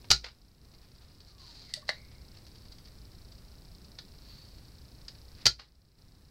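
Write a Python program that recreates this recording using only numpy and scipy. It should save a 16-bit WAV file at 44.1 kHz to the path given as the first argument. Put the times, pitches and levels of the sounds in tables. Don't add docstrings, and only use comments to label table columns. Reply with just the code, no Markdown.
import sys
import numpy as np
from scipy import signal
from scipy.fft import rfft, irfft
from scipy.io import wavfile

SR = 44100
rng = np.random.default_rng(int(sys.argv[2]) if len(sys.argv) > 2 else 0)


def store_wav(level_fs):
    pcm = np.round(np.clip(np.atleast_2d(level_fs), -1, 1) * 32767)
    wavfile.write(sys.argv[1], SR, pcm.T.astype(np.int16))


N = 277830
TIME_S = np.arange(N) / SR

# (frequency [Hz], level [dB])
RUMBLE_COLOUR = [(15, -5), (30, -1), (54, 2), (80, -2.5), (125, -5.5), (200, -12), (320, -17), (550, -23.5),
                 (1000, -29), (2500, -36), (6000, -56.5)]
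# (frequency [Hz], level [dB])
HISS_COLOUR = [(1000, 0.5), (3300, 2), (3950, 8), (4600, 9), (5400, 8), (6300, 0), (7900, 0), (10000, -1),
               (15500, -2)]
# (centre [Hz], width [Hz], lift [dB])
HISS_WHINE = [(7930, 250, 4.5)]
TICK_HZ, FIRST_TICK_S, TICK_LEAD_S, TICK_JITTER_S = 29.993, 0.0199, 0.004, 0.0005
# (frequency [Hz], t60 [s])
ROOM_T60 = [(100, 0.29), (700, 0.15), (2000, 0.17), (4600, 0.18), (8000, 0.16), (15000, 0.12)]

# (peak time [s], level [dB], rise [s], fall [s])
SIZZLES = [(2.6, -68, .25, .35), (4.3, -56, 0.071, .22)]
# (frequency [Hz], level [dB])
FLUX_COLOUR = [(500, -18), (2300, -15), (3300, -14), (4200, -2.5), (4620, -4.5), (5100, -11), (6500, -19),
               (9000, -32), (15500, -24)]
# (centre [Hz], width [Hz], lift [dB])
FLUX_RESONANCE = [(4530, 130, 11)]

# (peak time [s], level [dB], rise [s], fall [s])
SCUFFS = [(0.83, -61.5, .015, .04), (1.015, -58, 0.0066, 0.038), (2.12, -60.5, .008, 0.018),
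          (2.35, -59, .006, .03), (5.42, -56.5, 0.055, .03)]
# (level [dB], rise [s], fall [s])
LANDING_SKID = (-42, .004, .03)
SCUFF_TILT_DB_PER_OCT = -2

# (time [s], level [dB], treble tilt [dB/octave])
SHORT_BURSTS = [(0.043, -46.5, -5.5), (0.737, -50, -1.5), (1.203, -46.5, 3.5), (1.381, -49, 4),
                (2.369, -48, 2.5), (2.4654, -46.5, 2), (2.5555, -50, 1), (2.7205, -44.5, 4),
                (2.783, -48, 2), (2.855, -49, 4), (3.320, -49, 6), (3.379, -53.5, 2), (3.844, -50.5, 4),
                (3.9865, -35.5, .5), (5.0814, -36, 3)]
STANDOUT_TICK_TIMES_S = (2.855, 3.320, 3.379, 3.844)
# (time [s], level [dB], treble tilt [dB/octave])
STANDOUT_TICKS = [row for row in SHORT_BURSTS if row[0] in STANDOUT_TICK_TIMES_S]
# (time [s], level [dB], treble tilt [dB/octave])
TAPS = [row for row in SHORT_BURSTS if row[0] not in STANDOUT_TICK_TIMES_S]
# (frequency [Hz], level [dB])
BURST_COLOUR = [(150, -25.5), (450, -11), (1200, -3.5), (2000, -2.5), (3300, -2.5), (4700, 6.5), (5800, -6),
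                (7500, -17), (11000, -31.5), (15500, -35)]
# (centre [Hz], width [Hz], lift [dB])
BURST_RESONANCE = [(4704, 320, 4)]
BURST_T60_S = 0.041
# (first [s], last [s])
TOUCH_SPAN_S = (.7, 5.45)
TOUCH_DB, TOUCH_SPREAD_DB, TOUCH_TILT_DB_PER_OCT = -55, 2, -1.5
REBOUND_S, BOUNCE_S, REBOUND_TILT_DB_PER_OCT = 0.1285, 0.021, -3

# (start [s], length [s], level [dB])
PUSHES = [(1.108, .07, -67), (1.252, 0.054, -57.5), (1.385, 0.34, -53), (1.742, 0.023, -46.5)]
PUSH_ATTACK_S, PUSH_RELEASE_S = 0.02, 0.02
# (frequency [Hz], level [dB])
RUB_COLOUR = [(400, -14.5), (1000, -12), (2500, -12.5), (3500, -10), (4200, 4.5), (4700, 4), (5600, -8.5),
              (7500, -19), (10000, -27), (15500, -36)]
ROD_SCRAPE_DB, ROD_SCRAPE_S, RUSTLE_DB, RUSTLE_S = -32.5, 0.0062, -54, 0.083
# (time [s], frequency [Hz])
AIR_PITCH = [(1.25, 1282), (1.41, 1093), (1.50, 930), (1.62, 810), (1.72, 665), (1.85, 600)]
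# (multiple of the pitch, peak time [s], level [dB], rise [s], fall [s])
AIR_MODES = [(1, 1.41, -65, 0.066, 0.18), (3, 1.72, -60.5, .08, .08)]
# (frequency [Hz], peak time [s], level [dB], rise [s], fall [s])
AFTERTONE = (2200, 1.97, -62.5, .02, 0.15)
# (time [s], frequency [Hz], level [dB], rise [s])
BLIPS = [(1.7705, 603, -45.5, 0.006), (1.825, 1120, -50, 0.0031)]

# (time [s], level [dB], t60 [s])
LATCH_HIT = (1.7385, -21.5, 0.015)
# (frequency [Hz], level [dB])
LATCH_COLOUR = [(300, -36), (1300, -38), (1900, -1.5), (2300, -11), (3200, -3), (4700, 0), (6300, -10),
                (8800, -10), (11500, -23), (15500, -34)]
# (centre [Hz], width [Hz], lift [dB])
LATCH_RESONANCES = [(1974, 110, 10.7), (2720, 100, 3.8), (4740, 700, 8.9)]
# (time [s], level [dB], t60 [s])
ROD_HIT = (1.8915, -20.5, 0.033)
# (frequency [Hz], level [dB])
ROD_COLOUR = [(200, -36), (480, -8), (1000, -5), (1500, -7), (1900, 0.5), (2450, -8), (3200, -10.5),
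              (4300, -2), (5200, -4), (6500, -19.5), (9000, -24.5), (15500, -51)]
# (centre [Hz], width [Hz], lift [dB])
ROD_RESONANCES = [(617, 92, 10.4), (2050, 280, 6.8), (2760, 80, 4.9), (4250, 410, 6.5)]

# (trigger [s], plunger stop [s], rush [dB], stop [dB], board thump [dB],
#              nozzle landing [dB], loss per bounce [dB], dip of the overall level [dB])
SHOTS = [(0.1038, 0.1142, -17.5, -9.5, -29, -26.5, 6, -6.5),
         (5.4560, 5.4663, -17.5, -10.5, -31, -31, 15.5, -11)]
# (frequency [Hz], level [dB])
PUMP_COLOUR = [(100, -15), (280, -19), (500, -14.5), (1050, -15), (1700, -8), (2800, -9), (3800, -3),
               (4600, 2.5), (5700, -2), (7000, -9), (9000, -22.5), (11500, -24), (15500, -37)]
# (centre [Hz], width [Hz], lift [dB])
BARREL_RESONANCES = [(817, 160, 7.7), (1440, 56, 8.7), (2000, 330, 3.1), (3210, 100, 6.1), (4700, 460, 3.5),
                     (5770, 80, 3.3), (10800, 550, 3)]
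# (frequency [Hz], level [dB], t60 [s])
BOARD_MODES = [(57, -4, 0.41), (125, -3, 0.18), (165, -9, 0.16), (377.7, -11.5, 0.2)]
# (frequency [Hz], level [dB], t60 [s])
SPRING_MODES = [(1358, -22, .12), (4120, -17, 0.16), (4500, -20.5, 0.15), (4460, -19, .15),
                (4590, -16, 0.19), (4720, -12.5, 0.1), (4770, -17, 0.087), (5120, -19, .12),
                (5385, -17.5, 0.14), (5840, -23, 0.099)]
CRACK_DB = 16

DIP_SINK_S, DIP_HOLD_S, DIP_JUMP_S = 0.061, 0.502, 0.02
DIP_LEFT_SHARE, DIP_LINGER_S, DIP_RECOVER_S = 0.48, 1.535, 0.62
CUTOFF_HZ = 15750


def from_db(db):
    return 10 ** (np.asarray(db) / 20)


def at_hz(points, hz):
    freqs, values = np.transpose(points)
    return np.interp(np.log(np.maximum(hz, 1)), np.log(freqs), values)


def level_curve(rows):
    times, levels_db = np.transpose(rows)
    inside = np.interp(TIME_S, times, np.ones(len(times)), 0, 0)
    return inside * from_db(np.interp(TIME_S, times, levels_db))


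def ramp(start_s, length_s):
    return np.clip((TIME_S - start_s) / length_s, 0, 1)


def swell(peak_s, db, rise_s, fall_s):
    before = (peak_s - TIME_S) / rise_s
    after = (TIME_S - peak_s) / fall_s
    return from_db(db) * np.exp(-np.minimum(np.maximum(before, after), 20))


def add(out, start_s, sound):
    start = round(start_s * SR)
    out[start:start + len(sound)] += sound[:N - start]


def colour(x, spectrum, resonances=(), tilt_db_per_oct=0, size=8192):
    hz = np.fft.rfftfreq(size, 1 / SR)
    db = at_hz(spectrum, hz) + tilt_db_per_oct * np.log2(np.maximum(hz, 500))
    for centre_hz, width_hz, lift_db in resonances:
        db = db + lift_db / (1 + (2 * (hz - centre_hz) / width_hz) ** 2)
    cepstrum = irfft(np.log(from_db(db)))
    causal = 2 * cepstrum[:size // 2]
    kernel = irfft(np.exp(rfft(causal, size)))
    kernel = kernel / np.linalg.norm(kernel)
    return signal.oaconvolve(x, kernel)[:len(x)]


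def grains(per_s):
    present = rng.random(N) < per_s / SR
    return rng.standard_normal(N) * present * np.sqrt(SR / per_s)


def blow(db, t60_s, crack_db, size=12000):
    force = rng.standard_normal(size) * from_db(-60 * TIME_S[:size] / t60_s)
    force[0] = from_db(crack_db)
    return from_db(db) * force


def ring(start_s, db, modes):
    age_s = np.maximum(TIME_S - start_s, 0)
    out = np.zeros(N)
    for hz, mode_db, t60_s in modes:
        fade_db = np.maximum(-60 * age_s / t60_s, -200)
        gain = from_db(db + mode_db + rng.normal(0, 1) + fade_db)
        out += gain * np.sin(2 * np.pi * hz * age_s)
    return out


def short_bursts(rows, settle_s=0.00087):
    out = np.zeros(N)
    for time_s, db, tilt in rows:
        force = blow(db, BURST_T60_S, crack_db=0)
        onset = 1 - np.exp(-TIME_S[:len(force)] / settle_s)
        add(out, time_s, colour(force * onset, BURST_COLOUR, BURST_RESONANCE, tilt))
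    return out


def room(x, size=22050):
    hz = np.fft.rfftfreq(size, 1 / SR)
    white = rfft(rng.standard_normal(size))
    echoes = 0
    for k, (_, t60_s) in enumerate(ROOM_T60):
        band = [(row[0], j == k) for j, row in enumerate(ROOM_T60)]
        noise = irfft(white * at_hz(band, hz), size)
        echoes = echoes + noise * from_db(-60 * TIME_S[:size] / t60_s)
    echoes = echoes * np.clip(TIME_S[:size] / 0.0044 - 0.5, 0, 1)
    return signal.oaconvolve(x, echoes / np.linalg.norm(echoes))[:N]


def electrical_ticks(main_db, lead_db, skip_share, low_hz, high_hz, count=189):
    beats_s = FIRST_TICK_S + np.arange(count) / TICK_HZ
    leads_s = beats_s - TICK_LEAD_S + TICK_JITTER_S * rng.standard_normal(count)
    pulses = np.zeros(N)
    for times_s, db in ((beats_s, main_db), (leads_s, lead_db)):
        gains = from_db(db + rng.normal(0, 1.6, count))
        present = rng.random(count) > skip_share
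        pulses[(times_s * SR).astype(int)] = gains * present
    band = signal.butter(4, [low_hz, high_hz], "band", fs=SR, output="sos")
    return signal.sosfilt(band, pulses + 1e-18)


def background():
    rumble = from_db(-52.5) * colour(rng.standard_normal(N), RUMBLE_COLOUR)
    hiss = from_db(-65) * colour(rng.standard_normal(N), HISS_COLOUR, HISS_WHINE)
    ticks = electrical_ticks(main_db=-26, lead_db=-25.5, skip_share=0.17, low_hz=3873, high_hz=5530)
    return rumble + hiss + ticks


def standout_ticks():
    return short_bursts(STANDOUT_TICKS)


def sizzle():
    envelope = sum(swell(*burst) for burst in SIZZLES)
    return envelope * colour(grains(per_s=4000), FLUX_COLOUR, FLUX_RESONANCE)


def scuffs():
    skids = [(stop_s + REBOUND_S, *LANDING_SKID) for _, stop_s, *_ in SHOTS]
    envelope = sum(swell(*slide) for slide in SCUFFS + skids)
    return envelope * colour(grains(per_s=5000), BURST_COLOUR, tilt_db_per_oct=SCUFF_TILT_DB_PER_OCT)


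def touches(count=12):
    first_s, last_s = TOUCH_SPAN_S
    rows = []
    for k in range(count):
        time_s = first_s + (last_s - first_s) * (k + rng.random()) / count
        db = TOUCH_DB + TOUCH_SPREAD_DB * rng.standard_normal()
        rows.append((time_s, db, TOUCH_TILT_DB_PER_OCT))
    return rows


def rebounds(count=3):
    rows = []
    for _, stop_s, _, _, _, landing_db, loss_db, _ in SHOTS:
        for k in range(count):
            time_s = stop_s + REBOUND_S + k * BOUNCE_S
            rows.append((time_s, landing_db - k * loss_db, REBOUND_TILT_DB_PER_OCT))
    return rows


def board_taps():
    return short_bursts(TAPS + rebounds() + touches())


def stick_slip(depth_db, per_s, count=4000):
    wander = np.interp(TIME_S * per_s, np.arange(count), rng.standard_normal(count))
    return from_db(depth_db * wander)


def piston_rub():
    pressure = 0
    for start_s, length_s, db in PUSHES:
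        release = np.exp(-np.clip((TIME_S - start_s - length_s) / PUSH_RELEASE_S, 0, 20))
        pressure = pressure + from_db(db) * ramp(start_s, PUSH_ATTACK_S) * release
    knock_s = ROD_HIT[0]
    scrape = swell(knock_s, ROD_SCRAPE_DB, ROD_SCRAPE_S, ROD_SCRAPE_S)
    rustle = swell(knock_s, RUSTLE_DB, ROD_SCRAPE_S, RUSTLE_S)
    friction = grains(per_s=3000) * stick_slip(depth_db=1.5, per_s=92)
    return (pressure + scrape + rustle) * colour(friction, RUB_COLOUR)


def whistle(hz, relative_width):
    lowpass = signal.butter(2, relative_width * np.mean(hz) / 2, fs=SR, output="sos")
    flutter = signal.sosfilt(lowpass, rng.standard_normal((2, N)))
    phase = 2 * np.pi * np.cumsum(hz * np.ones(N)) / SR
    return (flutter[0] * np.cos(phase) + flutter[1] * np.sin(phase)) / flutter.std()


def barrel_air():
    pitch_hz = np.interp(TIME_S, *np.transpose(AIR_PITCH))
    out = np.zeros(N)
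    for multiple, *shape in AIR_MODES:
        out += swell(*shape) * whistle(multiple * pitch_hz, relative_width=0.11)
    hz, *shape = AFTERTONE
    return out + swell(*shape) * whistle(hz, relative_width=0.11)


def blips():
    out = np.zeros(N)
    for start_s, hz, db, rise_s in BLIPS:
        age_s = np.clip(TIME_S - start_s, 0, 20 * rise_s)
        envelope = age_s / rise_s * np.exp(1 - age_s / rise_s)
        out += from_db(db) * envelope * np.sin(2 * np.pi * hz * age_s)
    return out


def single_hit(hit, spectrum, resonances, crack_db):
    time_s, db, t60_s = hit
    force = np.zeros(N)
    add(force, time_s, blow(db, t60_s, crack_db))
    return colour(force, spectrum, resonances)


def cocking():
    latch = single_hit(LATCH_HIT, LATCH_COLOUR, LATCH_RESONANCES, crack_db=17)
    rod = single_hit(ROD_HIT, ROD_COLOUR, ROD_RESONANCES, CRACK_DB)
    return piston_rub() + barrel_air() + blips() + latch + rod


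def pump_shots():
    force, ringing = np.zeros(N), np.zeros(N)
    for trigger_s, stop_s, rush_db, stop_db, thump_db, *_ in SHOTS:
        rush = level_curve([(trigger_s - 0.001, -16), (trigger_s + 0.00075, 0),
                            (trigger_s + 0.0034, 0), (stop_s, -7)])
        force += from_db(rush_db) * rush * rng.standard_normal(N)
        add(force, stop_s, blow(stop_db, t60_s=0.034, crack_db=CRACK_DB))
        ringing += ring(trigger_s, thump_db, BOARD_MODES)
        for mode in SPRING_MODES:
            ringing += ring(stop_s + rng.uniform(0.0005, 0.0036), stop_db, [mode])
    return colour(force, PUMP_COLOUR, BARREL_RESONANCES) + ringing


def level_dip():
    db = 0
    for _, stop_s, *_, depth_db in SHOTS:
        sunk = 1 - np.exp(-np.maximum(TIME_S - stop_s, 0) / DIP_SINK_S)
        jump = ramp(stop_s + DIP_HOLD_S, DIP_JUMP_S)
        recovery = ramp(stop_s + DIP_LINGER_S, DIP_RECOVER_S)
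        db = db + depth_db * sunk * (1 - (1 - DIP_LEFT_SHARE) * jump) * (1 - recovery)
    return from_db(db)


def scene():
    shots = pump_shots()
    details = cocking() + board_taps() + scuffs() + sizzle() + standout_ticks()
    reflections = room(from_db(-8.5) * shots + from_db(-9.5) * details)
    mix = shots + details + reflections + background()
    return (level_dip() * mix)[None]


def record(dry):
    lowpass = signal.ellip(12, 0.1, 100, CUTOFF_HZ, fs=SR, output="sos")
    return signal.sosfilt(lowpass, dry)


dry = scene()
out = record(dry)
store_wav(out)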